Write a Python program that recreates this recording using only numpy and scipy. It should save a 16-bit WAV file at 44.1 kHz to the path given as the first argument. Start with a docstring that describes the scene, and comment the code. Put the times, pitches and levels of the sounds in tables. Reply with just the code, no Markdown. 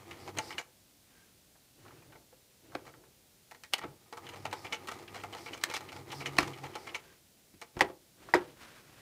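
"""A household sewing machine stitches cotton slowly, in stop-start runs, close to the microphone in a small room.
Its steel links tick as decaying modes plus bursts of contact noise; the motor hums in unsteady tones and
the drive whirrs as grainy noise through the housing. Thread hisses in shaped noise with a wandering note.
Hands shift the fabric in swells of rumble and rustle, and levers clunk as struck modes of the casing.
A short decaying noise answers for the walls, over a steady faint hiss."""
import sys
import numpy as np
from scipy import signal
from scipy.fft import rfft, irfft, next_fast_len
from scipy.io import wavfile
from scipy.ndimage import map_coordinates

SR = 44100
rng = np.random.default_rng(int(sys.argv[2]) if len(sys.argv) > 2 else 0)


def wav_out(sig):
    """Save sig, one row per channel (or a flat mono array), as 16-bit PCM at SR to the path in sys.argv[1]."""
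    wavfile.write(sys.argv[1], SR, np.round(np.clip(np.atleast_2d(sig).T, -1, 1) * 32767).astype(np.int16))


N = 397329


def amp(db):
    """Decibels to gain."""
    return 10 ** (np.asarray(db) / 20)


def unit(x):
    """Scale to rms 1."""
    return x / np.sqrt(np.mean(x ** 2) + 1e-20)


def along(points, hz):
    """Points of (f/Hz, value) read on a log frequency axis."""
    f, v = np.transpose(points)
    return np.interp(np.log(hz + 1), np.log(f + 1), v)


def wobble(rate, size=N):
    """A smooth random curve with rate knots a second."""
    knots = rng.standard_normal(int(size * rate / SR) + 4)
    return map_coordinates(knots, [np.arange(size) * rate / SR])


def filtered(x, response):
    """Filter x by a response given as a function of frequency."""
    m = next_fast_len(len(x) + 8192)
    hz = np.fft.rfftfreq(m, 1 / SR)
    return irfft(rfft(x, m) * response(hz), m)[:len(x)]


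def coloured(x, spectrum):
    """Give x the colour of a spectrum, at rms 1."""
    return unit(filtered(x, lambda hz: amp(along(spectrum, hz))))


def grainy(rate, share):
    """White noise with a share of its power in tiny random impacts, rate a second."""
    share = np.clip(share, 0, 1)
    grains = (rng.random(N) < rate / SR) * rng.uniform(-1.1, 1, N)
    return np.sqrt(share) * unit(grains) + np.sqrt(1 - share) * rng.standard_normal(N)


def add(track, s, sound):
    """Mix a sound into a track from s seconds on."""
    start = max(round(s * SR), 0)
    track[start:start + len(sound)] += sound[:max(len(track) - start, 0)]


# steel linkage modes: f/Hz, level/dB, t60/s
STEEL = [(481, 2.5, 0.094), (695.5, -4, 0.0823), (866.5, 1, .08), (1143, -2.5, 0.047), (1328, -2.5, 0.091),
         (1886, -0.5, 0.036), (2076, -2.5, 0.057), (2250, -2.5, 0.083), (2387, -2.5, 0.055),
         (2700, -6, 0.029), (2955.6, -4, 0.044), (3255, -4.5, 0.021), (4100, -7, 0.039), (6200, -12, 0.024),
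         (6900, -13, 0.022), (8700, -14.5, 0.016), (13800, -20.5, 0.04)]
# where ticks split into body, ring and treble: f/Hz
TICK_SPLIT_HZ = [1600, 4000]


def linkage():
    """Steel parts slide, take up their play and ring briefly, damped by oil."""
    out = np.zeros(N)
    slide_s, oiled_t60 = 0.012, 0.075
    for s, body_db, ring_db, treble_db, note_hz in contacts():
        hit = strike(STEEL, oiled_t60, crack_db=3.0, crack_t60=0.013, rattle_db=-5.0, rattle_t60=0.1,
                     build_cycles=8.6, bounce_db=-8.5, bounce_gap=0.0031)
        # a hard snap seats at once and stops its own ring
        hardness = np.clip((treble_db + 43) / 8, 0, 1)
        hit = hit * amp(-60 * hardness * np.arange(len(hit)) / SR / 0.0556)
        hit = with_note(hit, note_hz)
        add(out, s, voiced(hit, TICK_SPLIT_HZ, [body_db, ring_db, treble_db], size=441))
        add(out, s - slide_s, scrape(ring_db - 14.5, slide_s))
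    return out * amp(-3.0)


# Levels of the contact tables below set the balance ahead of the linkage's common trim.
# marks of each stitch: needle bar turns t/s, needle pierces t/s, hook catches t/s, take-up lever snaps t/s
STITCHES = [(0.110, 0.277, 0.387, 0.581), (4.267, 4.452, 4.5275, 4.7245), (5.079, 5.235, 5.349, 5.533),
            (5.888, 5.963, 6.124, 6.258), (6.533, 6.637, 6.7535, 6.9455)]
# force of each stitch: turn level/dB, pierce level/dB, catch level/dB, snap level/dB,
# looseness before the catch level/dB, thread level/dB
STITCH_FORCE = [(2, -2.5, 2.5, 2.5, -31, 3.5), (-0.5, 7.5, 5, 3.5, -3, -1.5), (-2, 2, -3.5, -4.5, 3.5, 1),
                (0, -4, -1, 2.5, 1, 3.5), (-1.5, 0, 2, 1.5, -3.5, -4)]
# the blow at each mark, before its force: body level/dB, ring level/dB, treble level/dB, note f/Hz
STITCH_BLOWS = [(-77, -45.5, -59, 3033), (-40.5, -45.5, -54.5, 790), (-39, -45.5, -48.5, 880),
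                (-52, -34.5, -49.5, 2850)]
# the take-up spring chatters after its snap: gap between rebounds, loss at each, note
REBOUND_S, REBOUND_LOSS_DB, REBOUND_HZ = 0.0055, 5.5, 6450
# its first rebound, before the snap's force: body level/dB, ring level/dB, treble level/dB
REBOUND_DB = [-45.5, -48, -47]
# loose links tick on the needle's way down, before looseness:
# place among the marks 0-3, body level/dB, ring level/dB, treble level/dB, note f/Hz
STITCH_PLAY = [(0.409, -52, -52, -57, 1210), (.5, -47, -51, -56, 770), (1.86, -58.5, -48.5, -61, 3100)]
# the loop slips off the hook, at one level in every stitch:
# place among the marks 0-3, body level/dB, ring level/dB, treble level/dB, note f/Hz
LOOP_SLIPS = [(2.605, -43.5, -43.5, -53, 2205), (2.709, -53.5, -45, -62.5, 2800)]
# the feed dog moves the cloth between stitches: rise t/s, drop t/s
FEEDS = [(4.872, 4.989), (5.6985, 5.807), (6.367, 6.475)]
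# force of each feed: rise level/dB, drop level/dB, thread level/dB
FEED_FORCE = [(-1, -5.5, -27), (1, -1, 2.5), (-0.5, 3, -8.5)]
# contacts within any feed, before its force:
# place from rise 0 to drop 1, body level/dB, ring level/dB, treble level/dB, note f/Hz
FEED_CONTACTS = [(0, -44.5, -47.5, -46.5, 2710), (0.123, -44.5, -42, -52, 905),
                 (0.362, -37.5, -43, -45, 1300), (.57, -56.5, -54, -51, 2300), (1, -46.5, -51, -51.5, 800)]
# stray clicks of steel parts touched or snapping: t/s, body level/dB, ring level/dB, note f/Hz
CLICKS = [(0.3731, -43, -48, 840), (0.386, -37.5, -33, 6400), (3.5116, -49.5, -53.5, 1910),
          (3.547, -55, -59.5, 1890), (3.636, -55, -50, 1850), (3.7358, -32.5, -26.5, 2860),
          (3.781, -46.5, -46, 1930), (4.126, -41, -51, 1180), (4.171, -43, -52.5, 1180),
          (4.2894, -51, -49, 2876), (4.511, -58.5, -55, 2700), (4.885, -36.5, -44.5, 1250),
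          (5.326, -45, -50.5, 3000), (5.575, -51, -52.5, 2290), (5.613, -59, -53.5, 5300),
          (5.6376, -38, -27.5, 1740), (5.739, -41, -39, 2280), (5.7492, -45, -41, 3200),
          (5.765, -41.5, -39, 1950), (6.116, -52, -45.5, 2900), (7.615, -45.5, -47.5, 1950),
          (7.792, -38.5, -46.5, 1820)]
# fingers tap and nudge the bed, dully: t/s, body level/dB, ring level/dB, note f/Hz
TAPS = [(1.554, -62, -78, 310), (1.881, -59, -57.5, 1510), (1.908, -54, -63, 945),
        (2.021, -60.5, -62, 2530), (2.122, -58, -58, 1500), (2.1516, -53.5, -60, 1870),
        (2.939, -55.5, -60, 1290), (3.037, -60, -72, 1700), (8.2871, -45, -58, 1620)]
CLICK_TREBLE_DB, TAP_TREBLE_DB = -0.5, -17  # relative to the ring


def contacts():
    """Yield every contact that rings the steel: time, body, ring and treble levels, and note."""
    for marks, (*force_db, loose_db, _) in zip(STITCHES, STITCH_FORCE):
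        for s, db, (*bands_db, hz) in zip(marks, force_db, STITCH_BLOWS):
            yield s, *(db + np.array(bands_db)), hz
        for k in range(3):
            rebound_db = force_db[-1] - k * REBOUND_LOSS_DB + np.array(REBOUND_DB)
            yield marks[-1] + (k + 1) * REBOUND_S, *rebound_db, REBOUND_HZ
        for place, *bands_db, hz in STITCH_PLAY:
            yield moment(marks, place), *(loose_db + np.array(bands_db)), hz
        for place, *bands_db, hz in LOOP_SLIPS:
            yield moment(marks, place), *bands_db, hz
    for marks, (rise_db, drop_db, _) in zip(FEEDS, FEED_FORCE):
        for place, *bands_db, hz in FEED_CONTACTS:
            force_db = rise_db + place * (drop_db - rise_db)
            yield moment(marks, place), *(force_db + np.array(bands_db)), hz
    for s, body_db, ring_db, hz in CLICKS:
        yield s, body_db, ring_db, ring_db + CLICK_TREBLE_DB, hz
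    for s, body_db, ring_db, hz in TAPS:
        yield s, body_db, ring_db, ring_db + TAP_TREBLE_DB, hz
    yield from rattles()


def moment(marks, place):
    """Time of a place in a cycle, moving evenly from mark to mark and on past the last."""
    mark = int(np.clip(place, 0, len(marks) - 2))
    return marks[mark] + (place - mark) * (marks[mark + 1] - marks[mark])


# loose parts rattle when nudged: t/s, length t/s, body level/dB, ring level/dB, treble level/dB
RATTLES = [(1.843, 0.022, -55, -66, -78), (2.719, 0.0322, -53.5, -73.5, -70),
           (2.851, 0.043, -52.5, -63, -62), (3.812, .035, -48.5, -51, -72)]
RATTLE_GAP_S, RATTLE_SCATTER_DB = 0.009, 2.5  # mean time between contacts; spread of their strength
RATTLE_NOTE_HZ, RATTLE_NOTE_OCTAVES = 1312, 0.48  # centre and spread of their notes


def rattles():
    """Loose parts touch in quick uneven contacts, each with its own force and note."""
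    for start, length, *bands_db in RATTLES:
        count = max(round(length / RATTLE_GAP_S), 1)
        for k, (late, force, note) in enumerate(rng.standard_normal((count, 3))):
            s = start + (k + 0.5 + late / 4) * length / count
            note_hz = RATTLE_NOTE_HZ * 2 ** (RATTLE_NOTE_OCTAVES * note)
            yield s, *(RATTLE_SCATTER_DB * force + np.array(bands_db)), note_hz


# contact noise: f/Hz, level/dB per Hz
CRACK = [(30, -39.5), (90, -13.5), (250, 1.5), (900, 8), (2400, 3.5), (3500, -1.5), (5500, -6), (9000, -14),
         (15000, -26.5)]
MODE_DRIFT = 0.012  # the modes shift as the parts move: spread as a share of their frequency


def strike(modes, longest_t60, crack_db, crack_t60, rattle_db, rattle_t60, build_cycles, bounce_db, bounce_gap):
    """One blow: modes at new strengths, and a crack that rebounds a few times and ends in a rattle."""
    t = np.arange(SR // 4) / SR
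    hz, db, t60 = np.transpose(modes)[:, :, None]
    strength, detune, phase = rng.standard_normal((3, len(modes), 1))
    swing = np.sin(2 * np.pi * (hz * (1 + MODE_DRIFT * detune) * t + phase))
    build = 1 - np.exp(-t * hz / build_cycles)  # low modes take longer to get going
    decay = amp(db + 2 * strength - 60 * t / np.minimum(t60, longest_t60))
    ring = np.sum(decay * build * swing, axis=0)
    crack = amp(crack_db - 60 * t / crack_t60) * (1 - np.exp(-t / 0.00056))
    contact = crack + amp(rattle_db - 60 * t / rattle_t60)
    bounce_times = np.cumsum(bounce_gap * rng.uniform(0.61, 1.6, size=3))
    for bounce, s in enumerate(bounce_times, start=1):
        add(contact, s, amp(bounce * bounce_db) * crack)
    judder = amp(4.5 * wobble(400, size=len(t)))  # the faces touch unevenly
    return ring + contact * judder * coloured(rng.standard_normal(len(t)), CRACK)


def scrape(db, length):
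    """A part slides ever harder just before it seats."""
    swell = np.linspace(0, 1, int(length * SR))
    return amp(db) * swell * coloured(rng.standard_normal(len(swell)), CRACK)


NOTE_DB, NOTE_Q = 4, 6.8  # level of the resonance added to the plain hit; its sharpness
NOTE_OCTAVES = 0.04  # spread of the note from blow to blow


def with_note(hit, hz):
    """Add the resonance of the spot that is struck."""
    hz = min(hz * 2 ** (NOTE_OCTAVES * rng.standard_normal()), SR / 4)
    b, a = signal.iirpeak(hz, max(NOTE_Q, 1), fs=SR)
    return hit + amp(NOTE_DB) * signal.lfilter(b, a, hit)


def voiced(hit, splits_hz, levels_db, size):
    """Each point of contact has its own colour: set each band's level over the first size samples."""
    bands = []
    for hz in splits_hz:
        # each filter runs twice for steeper slopes
        low = np.tile(signal.butter(2, hz, "low", fs=SR, output="sos"), (2, 1))
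        high = np.tile(signal.butter(2, hz, "high", fs=SR, output="sos"), (2, 1))
        bands.append(signal.sosfilt(low, hit))
        hit = signal.sosfilt(high, hit)
    bands.append(hit)
    return sum(amp(db) * band / np.std(band[:size]) for band, db in zip(bands, levels_db))


# dry steel parts rub and chatter: t/s, length t/s, level/dB
RUBS = [(0.363, 0.029, -45.5), (4.315, 0.037, -49), (5.129, 0.1, -53.5), (5.36, 0.04, -50),
        (5.678, 0.045, -49), (6.646, 0.026, -44.5)]
RUB_RUNNING_DB = -14.5  # faint rubbing whenever the drive turns, relative to its gain
RUB_WIDTH_HZ = 70  # half width of the steel modes while parts press together


def rubbing():
    """Links slide in clumps of tiny slips that set the steel modes chattering."""
    pressure = amp(RUB_RUNNING_DB + 4 * wobble(22)) * running()
    for s, length, db in RUBS:
        add(pressure, s, amp(db) * signal.windows.tukey(int(length * SR), 0.5))
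    slips = grainy(rate=420, share=0.7) * pressure

    def steel(f):
        """Broad steel modes in alternating polarity."""
        return sum((-1) ** k * amp(db) / (1 + 1j * (f - hz) / RUB_WIDTH_HZ)
                   for k, (hz, db, _) in enumerate(STEEL))

    return unit(filtered(slips, steel)) * np.std(slips)


# the motor labours, one list for each run: t/s, mains buzz level/dB, drone of the frame level/dB
MOTOR = [
    [(0, -65, -79), (0.21, -65, -72), (0.265, -61, -51), (0.32, -60, -66), (0.385, -49.5, -60),
     (0.46, -71, -69), (0.62, -79.5, -76)],
    [(4.2, -70, -78), (4.31, -59, -64), (4.45, -54.5, -61), (4.56, -65.5, -70), (5.11, -79, -71),
     (5.19, -55, -60), (5.4, -67, -75), (5.86, -70.5, -74), (6.0, -56, -55), (6.09, -63, -59),
     (6.14, -63, -49.5), (6.47, -61, -48), (6.58, -66, -58), (6.66, -65, -50), (6.76, -65, -69.5),
     (6.93, -72, -69)],
]
# colour of belt and gears: f/Hz, level/dB per Hz
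WHIRR = [(40, -12.5), (98, 1.5), (200, -4.5), (400, -2), (560, -5.5), (845, -3.5), (1250, -8), (1550, -14),
         (2100, -8), (2800, -17), (4400, -18.5), (7100, -23.5), (15000, -31.5)]
MAINS_HZ, DRONE_HZ = 99.5, 136.7
MAINS_JITTER, DRONE_JITTER = 0.03, 0.012  # pitch wander as a share of the frequency


def drive():
    """The motor buzzes and sets the frame droning; belt and gears chatter in the housing, more as it labours."""
    t = np.arange(N) / SR
    buzz, drone = np.zeros((2, N))
    for run in MOTOR:
        times, buzz_db, drone_db = np.transpose(run)
        inside = (t > times[0]) & (t < times[-1])
        buzz += inside * amp(np.interp(t, times, buzz_db))
        drone += inside * amp(np.interp(t, times, drone_db))
    hum = buzz * motor_tone(MAINS_HZ, MAINS_JITTER, overtones_db=-4.5)
    hum = hum + drone * motor_tone(DRONE_HZ, DRONE_JITTER, overtones_db=-8.5)
    pulse_db = 2.2 * np.sin(2 * np.pi * MAINS_HZ * t) + 2.9 * wobble(40)
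    chatter = grainy(rate=300, share=0.22) * amp(pulse_db)
    whirr = coloured(filtered(chatter, lambda f: amp(housing_db(f))), WHIRR)
    return hum + np.hypot(running(), amp(-1.0) * drone) * whirr


# the drive holds full level, swelling up before and fading after: from t/s, to t/s, level/dB
RUNS = [(0, 0.59, -53.5), (4.264, 6.93, -53)]
SPIN_UP_S, COAST_S = 0.273, 0.062  # time to gain or lose 20 dB


def running():
    """Gain of the drive: it swells up ahead of each run, holds full level through it and fades after."""
    t = np.arange(N) / SR
    gain = np.zeros(N)
    for start, stop, db in RUNS:
        spin_up_db = 20 * np.maximum(start - t, 0) / SPIN_UP_S
        coast_db = 20 * np.maximum(t - stop, 0) / COAST_S
        gain += amp(db - spin_up_db - coast_db)
    return gain


def motor_tone(hz, jitter, overtones_db):
    """An unsteady tone whose overtones swell in the housing's resonances."""
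    unsteady_hz = hz * (1 + jitter * (wobble(70) + wobble(7)))
    turn = 2 * np.pi * np.cumsum(unsteady_hz) / SR
    overtones = sum(amp(housing_db(k * hz) + 3 * wobble(14)) * np.sin(k * turn) / k for k in np.arange(2, 8))
    return amp(3.7 * wobble(25)) * unit(np.sin(turn) + amp(overtones_db) * overtones)


# resonances of the housing: f/Hz, width f/Hz, lift level/dB
HOUSING = [(275, 35, 3.5), (338.5, 30, 10), (380.6, 54, 5), (480, 6.6, 13), (803, 30, 8), (1230, 34, 11),
           (2024, 140, 1), (3000, 74, 1)]


def housing_db(hz):
    """How much the housing lifts each frequency."""
    return sum(db / (1 + (2 * (hz - centre) / width) ** 2) for centre, width, db in HOUSING)


# heavy blows on the casing: t/s, level/dB, brightness level/dB per band, table thump level/dB,
# note of the struck spot f/Hz
KNOCKS = [(2.325, -63.5, -8, -72, 490), (2.749, -38.5, -2.5, -55, 264), (3.837, -46.5, -4.5, -60.5, 1410),
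          (3.849, -57, -10, -48, 327), (6.384, -25, 3, -38, 1272), (6.402, -39.5, 1, -48.5, 325),
          (6.426, -41.5, 1.5, -43.5, 290), (7.538, -75, 5, -59, 306.4), (7.767, -45.5, -4, -43, 337.6),
          (7.8138, -29.5, -1, -47, 410.3), (7.841, -46.5, -7, -55.5, 706), (7.895, -52, -6, -67, 393),
          (8.3435, -26, -5.5, -39.5, 348), (8.357, -35.5, -1, -55, 1600), (8.402, -56, -11, -55, 380)]
# casing modes: f/Hz, level/dB, t60/s
CASING = [(89, -17, 0.12), (293.4, -6.5, 0.15), (355, -2, 0.11), (392.7, -6.5, 0.1), (512, -3, 0.097),
          (681, 1.5, 0.054), (833, -1, 0.074), (929, 4, 0.03), (1121, -0.5, 0.045), (1346, 1, 0.054),
          (1590, 4, 0.029), (1933, -0.5, 0.02), (2070, -0.5, 0.027), (2280, 0.5, 0.053), (4320, -4, 0.028),
          (5140, 0, 0.033)]
# where knocks split into thump, thud, body, ring and treble: f/Hz
KNOCK_SPLIT_HZ = [200, 600, 1400, 2800]
# offsets of thud, body, ring and treble from each knock: level/dB
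KNOCK_BANDS_DB = [-4.5, -3.5, -4, -12]


def clunks():
    """Levers snap over and shake the whole casing, which the table damps."""
    out = np.zeros(N)
    slide_s, table_t60 = 0.01, 0.14
    for s, db, bright_db, thump_db, note_hz in KNOCKS:
        levels_db = [thump_db]
        for step, band_db in enumerate(KNOCK_BANDS_DB, start=-1):  # brightness tilts about the body
            levels_db.append(db + band_db + bright_db * step)
        hit = strike(CASING, table_t60, crack_db=9.0, crack_t60=0.019, rattle_db=-7.0, rattle_t60=0.21,
                     build_cycles=0.62, bounce_db=-5.5, bounce_gap=0.0033)
        add(out, s, voiced(with_note(hit, note_hz), KNOCK_SPLIT_HZ, levels_db, size=1100))
        add(out, s - slide_s, scrape(levels_db[-1] - 11.5, slide_s))
    return out


# the presser-foot lever snaps against its stop: t/s, body level/dB, ring level/dB, treble level/dB
LEVER_SNAPS = [(7.808, -25, -26.5, -37), (8.338, -22.5, -34, -39.5)]
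# lever modes: f/Hz, level/dB, t60/s
LEVER = [(530, -10.5, 0.053), (845, -3, 0.032), (940, -4, 0.034), (1690, -11, .02), (1943, 11.5, 0.013),
         (2270, -12, .03), (5040, -21, 0.045)]


def lever():
    """The presser-foot lever hits its stop with a hard clack of short modes."""
    out = np.zeros(N)
    for s, *levels_db in LEVER_SNAPS:
        hit = strike(LEVER, np.inf, crack_db=-12.0, crack_t60=0.033, rattle_db=-26, rattle_t60=0.057,
                     build_cycles=0.79, bounce_db=-9.5, bounce_gap=0.0045)
        add(out, s, voiced(hit, TICK_SPLIT_HZ, levels_db, size=1100))
    return out


# thread runs as the needle goes down and as the hook draws the loop, before each stitch's force:
# from place among the marks, to place, level/dB
STITCH_PULLS = [(0.353, 1.306, -66), (1.96, 2.92, -58.5)]
# thread hiss: f/Hz, level/dB per Hz
THREAD = [(1500, -27), (3500, -5), (4900, 3.5), (5600, 1.5), (6500, -7.5), (8000, -6.5), (11000, -13),
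          (15000, -16)]
FEED_PULL_DB = -58.5  # before each feed's force
# the taut thread sings, its note wandering with the tension; level relative to the hiss
THREAD_NOTE_HZ, THREAD_NOTE_SWING_HZ, THREAD_NOTE_DB = 4950, 200, -8.5


def thread():
    """Each stitch and feed drags thread through the weave: a grainy, singing hiss that swells and fades."""
    pulls = []
    for marks, (*_, thread_db) in zip(STITCHES, STITCH_FORCE):
        for first, last, db in STITCH_PULLS:
            pulls.append((moment(marks, first), moment(marks, last), db + thread_db))
    for (rise, drop), (*_, thread_db) in zip(FEEDS, FEED_FORCE):
        pulls.append((rise, drop, FEED_PULL_DB + thread_db))
    pull = np.zeros(N)
    for start, end, db in pulls:
        add(pull, start, amp(db) * signal.windows.tukey(max(int((end - start) * SR), 1), 0.5))
    turn = 2 * np.pi * np.cumsum(THREAD_NOTE_HZ + THREAD_NOTE_SWING_HZ * wobble(20)) / SR
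    note = unit(wobble(400) * np.sin(turn))
    hiss = coloured(grainy(rate=3600, share=0.18), THREAD)
    return pull * unit(hiss + amp(THREAD_NOTE_DB) * note)


# hands push the cloth, before the drag's swing and trim: t/s, length t/s, rumble level/dB, rustle level/dB
HANDS = [(1.033, 0.33, -80, -66), (1.749, 0.37, -59.5, -62.5), (2.053, 0.2, -58.5, -71),
         (2.6, 0.4, -59, -64.5), (2.932, 0.2, -62, -82), (3.78, 0.21, -55, -67), (6.97, 0.23, -64.5, -59.5),
         (7.731, 0.21, -54, -58.5), (8.155, 0.47, -57.5, -56.5), (8.604, 0.068, -81, -56),
         (8.56, 0.26, -67, -54.5), (8.717, 0.615, -65, -58.5)]
# colour of the bed under the hands: f/Hz, level/dB per Hz
RUMBLE = [(25, -10), (80, -6.5), (135, 5.5), (200, -12), (320, 1.5), (480, -5), (900, -14), (2000, -54.5)]
# colour of the sliding cotton: f/Hz, level/dB per Hz
RUSTLE = [(300, -4), (800, -7), (1500, -4.5), (2500, -7.5), (5000, -14.5), (9000, -21), (15000, -28.5)]
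HAND_RISE, HAND_CURVE = 0.34, 0.79  # share of a push spent speeding up; how peaked it is


def fabric():
    """Hands drag the cotton over the bed in uneven little slips, and the bed rumbles under them."""
    weight, sweep = np.zeros(N), np.zeros(N)
    for s, length, rumble_db, rustle_db in HANDS:
        progress = np.linspace(0, 1, int(length * SR))
        speed = np.interp(progress, [0, HAND_RISE, 1], [0, 1, 0])
        push = np.sin(np.pi / 2 * speed) ** HAND_CURVE
        add(weight, s, amp(rumble_db) * push)
        add(sweep, s, amp(rustle_db) * push)
    drag_db = 1.8 * wobble(60)
    rumble = weight * amp(0.5 * drag_db - 0.5) * coloured(rng.standard_normal(N), RUMBLE)
    rustle = sweep * amp(drag_db - 2.0) * coloured(grainy(rate=520, share=0.3), RUSTLE)
    return rumble + rustle


# cloth sliding on the bed sings faintly: t/s, length t/s, level/dB
SQUEAKS = [(1.12, 0.16, -71.5), (7.003, 0.16, -73)]
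SQUEAK_HZ, SQUEAK_WIDTH_HZ = 1596, 37


def squeak():
    """Taut cloth slides over the bed with a thin, rough note of narrow noise."""
    slide = np.zeros(N)
    for s, length, db in SQUEAKS:
        add(slide, s, amp(db) * signal.windows.tukey(int(length * SR), 0.5))
    note = filtered(rng.standard_normal(N), lambda hz: 1 / (1 + ((hz - SQUEAK_HZ) / SQUEAK_WIDTH_HZ) ** 2))
    return slide * unit(note)


# decay of the room: f/Hz, t60/s
ROOM = [(150, 0.5), (500, 0.36), (2000, 0.18), (5000, 0.097), (12000, 0.082)]


def room(x):
    """The walls answer after a few milliseconds; treble dies first."""
    hz, t, z = signal.stft(rng.standard_normal(SR // 2), SR, nperseg=256)
    decay = amp(-60 * t / along(ROOM, hz)[:, None])
    tail = signal.istft(z * decay, SR, nperseg=256)[1]
    tail = np.concatenate([np.zeros(int(0.007 * SR)), tail / np.linalg.norm(tail)])
    return signal.fftconvolve(x, tail)[:N]


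# colour of the background hiss: f/Hz, level/dB per Hz
QUIET = [(15, -50.5), (25, -4.5), (104, 0.5), (270, -3), (598, -8.5), (1140, -15.5), (4260, -12),
         (15500, -16)]
QUIET_DB = -63.5


def background():
    """A steady faint hiss of shaped noise."""
    return amp(QUIET_DB) * coloured(rng.standard_normal(N), QUIET)


def scene():
    """Machine and cloth in the room, over a steady faint hiss."""
    ticks = linkage() + rubbing()
    knocks = clunks() + lever()
    walls = room(amp(-15.0) * ticks + amp(-20.0) * knocks)
    machine = ticks + knocks + walls + drive()
    cloth = thread() + fabric() + squeak()
    return (machine + cloth + background())[None]


TOP_HZ = 15600  # band limit


def record(dry):
    """The small microphone loses the deep bass and keeps nothing above its band limit."""
    bass_cut = signal.butter(2, 40, "high", fs=SR, output="sos")
    lean = signal.sosfilt(bass_cut, dry[0])
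    return filtered(lean, lambda hz: hz < TOP_HZ)[None]


dry = scene()
out = record(dry)
wav_out(out)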